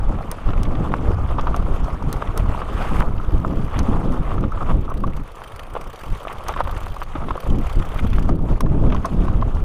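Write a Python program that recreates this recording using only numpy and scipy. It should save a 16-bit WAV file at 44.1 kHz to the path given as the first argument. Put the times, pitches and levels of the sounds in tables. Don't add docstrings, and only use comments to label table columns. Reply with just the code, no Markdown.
import sys
import numpy as np
from scipy import signal
from scipy.fft import rfft, irfft, next_fast_len
from scipy.io import wavfile
from scipy.ndimage import uniform_filter1d, map_coordinates

SR = 44100
rng = np.random.default_rng(int(sys.argv[2]) if len(sys.argv) > 2 else 0)


def to_wav(sig):
    pcm = np.clip(np.atleast_2d(sig), -1, 1) * 32767
    pcm = np.round(pcm).astype(np.int16)
    wavfile.write(sys.argv[1], SR, pcm.T)


N = 425124

# start_s, buffet_db, flutter_db
WIND_COURSE = [(0.0, -18.5, -30), (0.08, -15, -42), (0.1, -16, -22.5), (0.19, -25.5, -33.5),
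               (0.4, -31, -43), (0.48, -13, -29), (0.64, -16, -27.5), (0.72, -17.5, -25.5),
               (0.99, -26, -29), (1.1, -15, -25), (1.15, -19, -35), (1.82, -16, -28), (1.88, -23.5, -36.5),
               (2.04, -24.5, -31), (2.09, -18.5, -24), (2.2, -26, -36.5), (2.47, -14.5, -28),
               (2.6, -27.5, -38), (3.0, -14.5, -27), (3.25, -21.5, -38), (3.35, -11, -26.5),
               (3.44, -24, -29), (3.6, -18.5, -25), (3.73, -26, -40.5), (3.78, -15.5, -23),
               (4.11, -18, -25.5), (4.3, -20.5, -32.5), (4.45, -16, -23), (4.53, -22, -39),
               (4.62, -21, -33), (4.75, -11, -23.5), (4.86, -21.5, -33.5), (4.91, -27, -39),
               (4.99, -16.5, -25.5), (5.23, -24.5, -37), (5.31, -40, -62), (5.88, -30, -42.5),
               (5.98, -46, -62), (6.12, -17, -35.5), (6.2, -39, -49), (6.68, -22.5, -42),
               (7.09, -29, -49.5), (7.28, -21.5, -29.5), (7.43, -35.5, -50), (7.49, -11, -27),
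               (7.6, -16.5, -19), (7.7, -24, -65), (7.76, -11, -25.5), (7.92, -26.5, -40.5),
               (8.03, -14, -28), (8.21, -14, -29), (8.31, -15.5, -18.5), (8.4, -19, -27.5),
               (8.59, -14.5, -22.5), (8.81, -16, -25), (8.86, -9, -19), (9.1, -30, -32.5),
               (9.15, -14, -22.5), (9.37, -16, -26.5), (9.64, -17, -33)]
# freq_hz, gain_db
BUFFET_SPECTRUM = [(8, -5.5), (20, 0.5), (50, -7.5), (100, -16), (200, -30.5), (400, -105)]
FLUTTER_SPECTRUM = [(40, -9), (90, -5), (160, -4.5), (300, -10), (500, -20.5), (900, -29.5), (2000, -88)]
FLUTTER_DRIFT_DB = 1.5

# start_s, rumble_db, crunch_db
ROLL_COURSE = [(0.0, -35.5, -51), (0.4, -39, -47.5), (0.55, -32, -46), (0.8, -35, -47.5), (1.25, -33, -47),
               (1.5, -34, -48), (1.72, -33.5, -46.5), (2.01, -39.5, -49), (2.36, -33.5, -45.5),
               (2.7, -33, -43), (2.87, -31.5, -42), (3.01, -36.5, -54), (3.035, -33.5, -51),
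               (3.23, -40.5, -52), (3.32, -37.5, -52.5), (3.6, -37.5, -50.5), (3.86, -32, -45.5),
               (4.35, -37.5, -51), (4.53, -40, -50), (4.7, -41, -48), (4.97, -42.5, -56.5),
               (5.31, -46, -52.5), (5.8, -38.5, -50.5), (6.1, -42.5, -48.5), (6.4, -39, -49.5),
               (6.74, -35.5, -47), (6.93, -39.5, -47.5), (7.36, -38, -48.5), (8.08, -38, -46),
               (8.3, -38, -50.5), (8.42, -49, -62), (8.5, -35, -47.5), (8.62, -43.5, -52.5),
               (8.93, -35, -47.5), (9.1, -36, -46), (9.17, -34.5, -46.5), (9.64, -40, -51)]
# freq_hz, gain_db
HOUSING_SPECTRUM = [(200, -9.5), (450, -1), (800, -2.5), (1020, -1.5), (1180, 1.5), (1320, -1.5),
                    (1480, -8.5), (1800, -20.5), (2600, -57), (5000, -100)]
GRAVEL_SPECTRUM = [(500, -88), (1100, 11.5), (1700, 5), (2400, 2.5), (3200, 1), (3700, -2), (4200, -14.5),
                   (6000, -16), (12000, -79)]
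GRIT_SPECTRUM = [(1200, -90), (2500, -41), (4200, 4), (5600, -1), (6300, 1), (7600, -2), (8900, 0.5),
                 (10000, -2), (12300, -4), (13200, -8), (15000, -12), (15700, -60)]
GRIT_DB, GRIT_FOLLOWS = -61.5, 1

# start_s, level_db, pitch_hz, crack_db (over level), t60_s (thud, crack; scales ring)
KNOCK_EVENTS = [(0.187, -14, 760, -13, 0.011), (0.208, -15.5, 800, -20, 0.02),
                (0.384, -23.5, 1210, -11, 0.027), (0.488, -20, 760, -5, 0.024),
                (0.533, -19.5, 800, -4.5, 0.023), (0.919, -20.5, 1280, -5, 0.022),
                (0.9409, -20, 1030, -7, 0.027), (1.35, -27, 1160, -32, 0.033),
                (1.3822, -13.5, 900, -13, 0.024), (1.386, -10, 1120, -14, 0.021),
                (1.392, -18.5, 1240, -5, 0.04), (1.469, -10.5, 995, -12.5, 0.034),
                (1.4795, -14, 1210, -18, 0.018), (1.543, -11, 1180, -14, 0.022),
                (1.882, -16.5, 590, -22, 0.017), (2.022, -17, 920, -21, 0.023),
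                (2.22, -15, 1118, -8, 0.029), (2.375, -17.5, 1260, -23, 0.018),
                (2.458, -19, 1020, -20, 0.022), (2.547, -15, 1000, -25, 0.023),
                (2.616, -21.5, 1200, -8.5, 0.068), (2.808, -23, 730, -14, 0.03),
                (3.199, -23, 1230, -19, 0.022), (3.448, -6.5, 1204, -17, 0.014),
                (4.316, -18.5, 1170, -13, 0.021), (4.38, -15.5, 1200, -12.5, 0.024),
                (4.438, -21, 1140, -8, 0.037), (4.52, -19, 1280, -22, 0.039),
                (4.573, -20, 1200, -17, 0.042), (4.607, -18, 1260, -25, 0.025),
                (4.878, -23.5, 1190, -25, 0.032), (4.905, -23, 1260, -28, 0.04),
                (5.037, -9, 1165, -23, 0.038), (5.077, -21.5, 616, -8, 0.019),
                (5.175, -21.5, 1125, -16, 0.025), (5.752, -17.5, 700, -5, 0.018),
                (6.251, -18, 1330, -10, 0.015), (6.271, -14.5, 717, -9, 0.013),
                (6.494, -19, 630, -14, 0.053), (6.563, -9.5, 1120, -20, 0.023), (6.592, -19, 990, -6, 0.02),
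                (6.608, -20, 790, -4, 0.04), (6.65, -25, 1230, -4, 0.024), (6.673, -21, 1090, -2, 0.027),
                (6.694, -24, 696, 0, 0.019), (6.963, -21, 1155, -14, 0.038), (7.021, -24.5, 990, -3, 0.034),
                (7.152, -23.5, 570, -6.5, 0.071), (7.284, -17, 1050, -13, 0.024),
                (7.307, -7.5, 1125, -12, 0.02), (7.353, -18, 550, -14, 0.047),
                (7.377, -15.5, 1185, -22, 0.025), (7.959, -21, 1280, -7, 0.021),
                (8.13, -23, 1030, -16, 0.024), (8.183, -22.5, 1085, 3, 0.019),
                (8.29, -13.5, 780, -15, 0.03), (8.291, -19, 1257, -23, 0.05),
                (8.605, -16.5, 1070, -9, 0.029), (8.662, -20.5, 1030, -11, 0.026),
                (8.921, -26, 1220, 2, 0.06), (8.947, -14.5, 1085, -17, 0.034),
                (9.0455, -9.5, 1110, -22, 0.051), (9.048, -16.5, 660, -21, 0.085),
                (9.281, -13, 1080, -13.5, 0.025), (9.423, -10, 1070, -20, 0.028)]
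# mode_hz, level_db (over knock level), t60_s
PANEL_MODES = [(654, -23, 0.093), (1267, -11, 0.029)]
RING_DB, THUD_DB = -5.5, 18.5
THUD_FOLLOWS = 0.7
SWELL = 0.095

# start_s, level_db, tilt_db (per octave on the ring; gain on the crack)
SNAP_EVENTS = [(0.315, -13.5, 9.5), (0.6325, -17.5, 1), (1.411, -24.5, -14), (1.5635, -17, -2),
               (1.8442, -29, -13), (2.026, -29, -9), (2.128, -12, 6), (2.376, -11, 6), (3.3802, -34, 0),
               (3.7913, -13, -8), (3.8312, -31, 0), (4.1215, -29, -1), (4.4088, -31, -2), (4.519, -34, 0),
               (6.4842, -12, -1), (8.2931, -28, -11), (8.607, -13, 1), (8.9471, -27, -13),
               (9.0565, -15.5, -2), (9.549, -33, -5)]
# mode_hz, level_db, t60_s
STEEL_MODES = [(2280, -48, 0.0071), (4800, -20, 0.0091), (5540, -18.5, 0.021), (6230, -11.5, 0.014),
               (8890, -12.5, 0.014), (11100, -17, 0.014), (12700, -21, .016), (14900, -29, .01)]
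SNAP_BODY_DB, SNAP_BODY_HZ, SNAP_BODY_T60_S = -11, 1230, 0.017

# start_s, level_db
CHIP_EVENTS = [(0.504, -26.5), (0.652, -26), (0.7526, -26), (1.288, -29), (1.312, -38), (2.273, -27),
               (2.395, -24), (3.18, -30), (3.306, -31), (4.4285, -33), (5.593, -26), (6.2815, -22.5),
               (6.538, -22), (6.573, -23), (6.765, -22), (7.289, -24), (7.797, -26), (7.824, -25),
               (8.131, -22), (8.152, -28), (8.6613, -34), (8.901, -26), (8.9633, -25), (9.4128, -27)]
# start_s, end_s, rumble_db, crunch_db (over rumble)
SCRUB_EVENTS = [(2.73, 3.003, -36.5, -3.5), (3.01, 3.028, -29, -7), (3.718, 3.816, -31, -8.5),
                (4.233, 4.347, -37.5, -6), (4.537, 4.555, -32.5, -24), (4.605, 4.636, -25.5, -17.5),
                (4.67, 4.72, -26, -12), (4.888, 4.926, -32, -24), (5.757, 5.773, -31, -14),
                (6.29, 6.333, -31.5, -8), (6.468, 6.518, -31, -6), (6.572, 6.615, -29, -12),
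                (7.153, 7.19, -38, -8), (7.205, 7.247, -30, -13), (7.968, 8.005, -37.5, 2)]
SPRAY_DB, SPRAY_DB_PER_S = -21, 36

# start_s, level_db, pitch_hz
THUMP_EVENTS = [(0.722, -17.5, 270), (0.808, -14, 167), (1.108, -15.5, 368), (3.89, -11, 220),
                (4.21, -18, 150), (7.158, -21, 320), (8.05, -15, 230), (8.717, -13, 142), (9.147, -14, 183)]
# start_s, level_db, pitch_hz
POP_EVENTS = [(0.94, -5, 1010), (3.008, -9, 1170), (3.02, -21, 1200), (3.026, -14.5, 1080),
              (5.419, -24, 1180), (6.4935, -11.5, 910), (6.6062, -3.5, 870), (6.868, -19, 1050),
              (7.018, -14.5, 1100)]
THUMP_CYCLES, POP_CYCLES = 1.06, 0.69
THUMP_EDGE_DB, POP_EDGE_DB = -9, -10.5

# start_s, peak_db
STEP_CLICK = [(3.004, -13)]

# time_s, teeth_passed
COAST_TURNS = [
    [(3.06, 0), (3.381, 21), (3.524, 30), (3.692, 41)],
    [(4.765, 0), (4.94, 4), (5.164, 11), (5.235, 13), (5.558, 21), (5.809, 28), (5.989, 34), (6.17, 42),
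     (6.23, 44), (6.272, 45), (6.435, 48), (6.564, 51), (6.747, 56), (6.859, 60), (7.002, 67), (7.029, 68)],
    [(7.369, 0), (7.471, 3), (7.666, 10), (7.756, 13), (7.887, 17), (8.0, 21), (8.069, 23), (8.285, 30),
     (8.453, 35)],
]
# time_s, level_db
TICK_COURSE = [(3.06, -50), (3.45, -47.5), (3.7, -46.5), (4.76, -48), (5.1, -45), (5.55, -39.5), (8.2, -39),
               (8.4, -47)]
# centre_hz, width_hz, gain_db
HUB_MODES = [(3130, 190, 0.5), (4640, 59, 5.5), (5980, 51, 6.5), (8930, 190, 1.5), (9770, 87, 7),
             (12600, 120, -5), (13600, 110, 2), (14700, 300, 1)]
TICK_SCATTER_DB, TICK_JITTER_S, TICK_TINT_DB = 2.2, 0.0012, 3.5
# start_s, end_s, level_db
WHISTLE_SPAN = (5.2, 8.3, -75)
WHISTLE_HZ = 9651
TOP_HZ = 16478


def amp(db):
    return 10 ** (np.asarray(db) / 20)


def unit(x):
    return x / np.sqrt(np.mean(x ** 2) + 1e-20)


def curves(rows):
    s, *cols = np.transpose(rows)
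    return [np.interp(np.arange(N) / SR, s, c) for c in cols]


def wobble(rate):
    knots = rng.standard_normal(int(N * rate / SR) + 4)
    return map_coordinates(knots, [np.arange(N) * rate / SR])


def add_at(track, start_s, sound):
    track[round(start_s * SR):][:len(sound)] += sound


def filtered(x, response):
    m = next_fast_len(N + 8192)
    return irfft(rfft(x, m) * response(np.fft.rfftfreq(m, 1 / SR)), m)[..., :N]


def coloured(x, points):
    f, db = np.transpose(points)
    return filtered(x, lambda hz: amp(np.interp(np.log(hz + 1), np.log(f), db)))


def even(x, seconds):
    size = round(seconds * SR)
    power = uniform_filter1d(uniform_filter1d(x * x, size), size)
    return x / np.sqrt(np.abs(power) + 1e-12)


def patchy(depth_db):
    z = signal.stft(rng.standard_normal(N), nperseg=256)[2]
    field = uniform_filter1d(rng.standard_normal(z.shape), size=6, axis=0)
    field = uniform_filter1d(field, size=8, axis=1)
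    return signal.istft(z * amp(depth_db * unit(field)), nperseg=256)[1][:N]


def grains(count, hz, octaves, cycles, spread_db):
    s, size = rng.random((count, 2)).T
    pitch = np.clip(hz * 2 ** (octaves * rng.standard_normal(count)), 200, 16000)[:, None]
    k = np.arange(400)
    phase = pitch * k / SR
    size = amp(np.minimum(-spread_db * np.log(1 - size), 15))[:, None]
    wave = size * np.sin(2 * np.pi * phase) * np.exp(-phase / cycles)
    places = (s * N).astype(int)[:, None] + k
    return unit(np.bincount(places.ravel(), wave.ravel())[:N])


def slaps(count):
    s, size, side = rng.random((count, 3)).T
    push = np.where(side < .65, 1, -1) * amp(np.minimum(-4.5 * np.log(1 - size), 12))
    return np.bincount((s * N).astype(int), push, N)


def wind():
    buffet_db, flutter_db = curves(WIND_COURSE)
    eddies, bursts = wobble(25), unit(slaps(count=260))
    buffet = amp(4.06 * eddies) * rng.standard_normal(N) + 0.84 * bursts
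    flutter = amp(4.1 * eddies + 1.5 * wobble(45)) * rng.standard_normal(N) + 0.18 * bursts
    buffet = even(coloured(buffet, BUFFET_SPECTRUM), 0.085)
    flutter = even(coloured(flutter, FLUTTER_SPECTRUM), 0.06)
    flutter_gain = amp(flutter_db + 2.0 + FLUTTER_DRIFT_DB * wobble(14))
    return amp(buffet_db + 0.5) * buffet + flutter_gain * flutter


def tyres():
    rumble_db, crunch_db = curves(ROLL_COURSE)
    grit_db = GRIT_DB + GRIT_FOLLOWS * (crunch_db - crunch_db.mean())
    clumps, bursts = np.clip(wobble(22), -2.2, 1.4), np.clip(wobble(75), -2.2, 1.6)

    def contact(depth_db, stones, stone_gain, spectrum):
        bed = unit(coloured(patchy(depth_db), spectrum))
        return bed + stone_gain * unit(coloured(stones, spectrum))

    big = grains(count=2500, hz=921, octaves=0.6, cycles=1.26, spread_db=0.5)
    small = grains(count=3000, hz=2640, octaves=0.42, cycles=1.7, spread_db=8.5)
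    fine = grains(count=8000, hz=7470, octaves=0.58, cycles=3.5, spread_db=3.5)
    rumble = contact(3.0, big, 1.21, HOUSING_SPECTRUM)
    crunch = contact(2.5, small, 0.83, GRAVEL_SPECTRUM)
    grit = contact(3.0, fine, 0.73, GRIT_SPECTRUM)
    rumble = amp(rumble_db) * unit(amp(2.38 * clumps + 1.8 * bursts) * rumble)
    crunch = amp(crunch_db) * unit(amp(2.0 * clumps + 1.0 * bursts + 0.25 * wobble(4.7)) * crunch)
    grit = amp(grit_db) * unit(amp(1.95 * clumps + 1.77 * bursts) * grit)
    return rumble + crunch + grit


def knocks():
    ring, thud, crack = np.zeros((3, N + SR))
    t = np.arange(SR // 10) / SR
    for s, db, hz, crack_db, t60 in KNOCK_EVENTS:
        wander = np.cumsum(rng.standard_normal(len(t))) * 0.064
        rise = t / (SWELL * t60)
        swell = (rise * np.exp(1 - rise)) ** 1.62
        add_at(ring, s, amp(db + RING_DB) * swell * np.sin(2 * np.pi * hz * t + wander))
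        for mode_hz, level_db, life_s in PANEL_MODES:
            mode_gain = amp(db + level_db + rng.normal(0, 1.0) - 60 * t / life_s)
            add_at(ring, s, mode_gain * np.sin(2 * np.pi * mode_hz * t))
        shape = amp(-60 * t / t60) * (1 - np.exp(-t / 0.00086)) ** 2
        thud_gain = amp(db + THUD_DB + THUD_FOLLOWS * crack_db)
        add_at(thud, s, thud_gain * shape * rng.standard_normal(len(t)))
        add_at(crack, s, amp(db + crack_db) * shape * rng.standard_normal(len(t)))
    dull_ring = filtered(ring[:N], lambda hz: 1 / (1 + (hz / 1900) ** 4))
    return dull_ring + coloured(thud[:N], HOUSING_SPECTRUM) + coloured(crack[:N], GRAVEL_SPECTRUM)


def snaps():
    metal, body = np.zeros((2, N + SR))
    t = np.arange(SR // 16) / SR
    for s, db, tilt_db in SNAP_EVENTS:
        ring = np.zeros(len(t))
        for hz, level_db, t60 in STEEL_MODES:
            mode_db = level_db + rng.normal(0, 2.5) + tilt_db * np.log2(hz / 7000)
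            ring += amp(mode_db - 60 * t / t60) * np.sin(2 * np.pi * hz * t)
        rough, sharp = rng.standard_normal((2, len(t)))
        tail = 0.29 * amp(-60 * t / 0.032) * uniform_filter1d(rough, size=3)
        crack = 0.23 * amp(tilt_db - 60 * t / 0.0078) * np.diff(sharp, prepend=0)
        add_at(metal, s, amp(db) * (ring + tail + crack))
        body_gain = amp(db + SNAP_BODY_DB - 60 * t / SNAP_BODY_T60_S)
        add_at(body, s, body_gain * np.sin(2 * np.pi * SNAP_BODY_HZ * t))
    return coloured(metal[:N], [(300, -25), (1200, 4.0), (14800, -9), (16400, -27)]) + body[:N]


def chips():
    out, t = np.zeros(N + SR), np.arange(SR // 30) / SR
    for s, db in CHIP_EVENTS:
        shape = amp(db - 60 * t / 0.027) * (1 - np.exp(-t / 0.0005))
        add_at(out, s, shape * rng.standard_normal(len(t)))
    return coloured(out[:N], GRAVEL_SPECTRUM)


def blips(rows, cycles, edge_db):
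    half = SR // 25
    out, t = np.zeros(N + SR), np.arange(-half, half) / SR
    for s, db, hz in rows:
        turns = hz * t
        pulse = np.exp(-(turns / cycles) ** 2) * np.cos(2 * np.pi * turns)
        edge = amp(edge_db) * np.exp(-(2 * turns / cycles) ** 2) * np.cos(2 * np.pi * 2.0 * turns)
        out[round(s * SR) - half:][:len(t)] += amp(db) * (pulse + edge)
    return out[:N]


def thumps():
    return blips(THUMP_EVENTS, THUMP_CYCLES, THUMP_EDGE_DB)


def pops():
    return blips(POP_EVENTS, POP_CYCLES, POP_EDGE_DB)


def scrubs():
    level, time = np.zeros((3, N)), np.arange(N) / SR
    for start, end, db, crunch_db in SCRUB_EVENTS:
        spray_db = SPRAY_DB + SPRAY_DB_PER_S * np.clip(time - start, 0, end - start)
        over_rumble = [np.ones(N), amp(crunch_db) * np.ones(N), amp(crunch_db + spray_db)]
        corners_s = [start - .015, start + 0.0088, end - .006, end + 0.0058]
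        level += amp(db) * np.array(over_rumble) * np.interp(time, corners_s, [0.013, 0.61, 1.0, 0.0064])
    rough = amp(1.76 * wobble(110))
    big = grains(count=9000, hz=1150, octaves=0.38, cycles=0.68, spread_db=1.0)
    small = grains(count=14000, hz=2740, octaves=0.51, cycles=1.2, spread_db=3.0)
    rumble, crunch = coloured(big, HOUSING_SPECTRUM), coloured(small, GRAVEL_SPECTRUM)
    spray = coloured(rng.standard_normal(N), GRIT_SPECTRUM)
    return sum(gain * unit(rough * part) for gain, part in zip(level, (rumble, crunch, spray)))


def step_click():
    out, t = np.zeros(N + SR), np.arange(SR // 16) / SR
    for s, db in STEP_CLICK:
        add_at(out, s, amp(db - 60 * t / 0.004))
    return out[:N]


def freehub():
    burst, t = np.zeros(N + SR), np.arange(SR // 12) / SR
    coasts = [np.transpose(rows) for rows in COAST_TURNS]
    times = np.concatenate([np.interp(np.arange(n[-1] + 1), n, s) for s, n in coasts])
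    late, size, width = rng.standard_normal((len(times), 3)).T
    levels_db = np.interp(times, *np.transpose(TICK_COURSE)) + TICK_SCATTER_DB * size
    spreads_s = 0.0078 * amp(1.5 * width)
    for s, db, spread in zip(times + TICK_JITTER_S * late, levels_db, spreads_s):
        landing = (1 - np.exp(-t / 0.00054)) / (1 + np.exp((t - spread) / 0.0017))
        add_at(burst, s, amp(db) * (landing + 0.37 * amp(-60 * t / 0.045)))

    def shell(f):
        return 1 + sum(amp(db) * 1j * f * w / (c * c - f * f + 1j * f * w) for c, w, db in HUB_MODES)

    ragged = amp(1.8 * wobble(400)) * patchy(depth_db=TICK_TINT_DB)
    ticks = filtered(burst[:N] * ragged, shell)
    return coloured(ticks, [(1200, 3.5), (2800, -1.0), (5000, -11.5), (14800, -15.5), (15600, -48)])


def whistle():
    start, end, db = WHISTLE_SPAN
    time = np.arange(N) / SR
    fade = np.interp(time, [start, start + .3, end - .3, end], [0, 1, 1, 0])
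    gain = amp(db + 2.7 * wobble(3.5) + 3 * wobble(40)) * fade
    return gain * np.sin(2 * np.pi * WHISTLE_HZ * time + 0.94 * wobble(30))


def scene():
    ground = tyres() + chips() + pops() + scrubs()
    bike = snaps() + freehub()
    return (wind() + knocks() + thumps() + ground + bike + step_click() + whistle())[None]


def record(dry):
    soft = dry / (1 + np.abs(dry / 0.8) ** 4) ** (1 / 4)
    return filtered(soft, lambda hz: hz < TOP_HZ)


dry = scene()
out = record(dry)
to_wav(out)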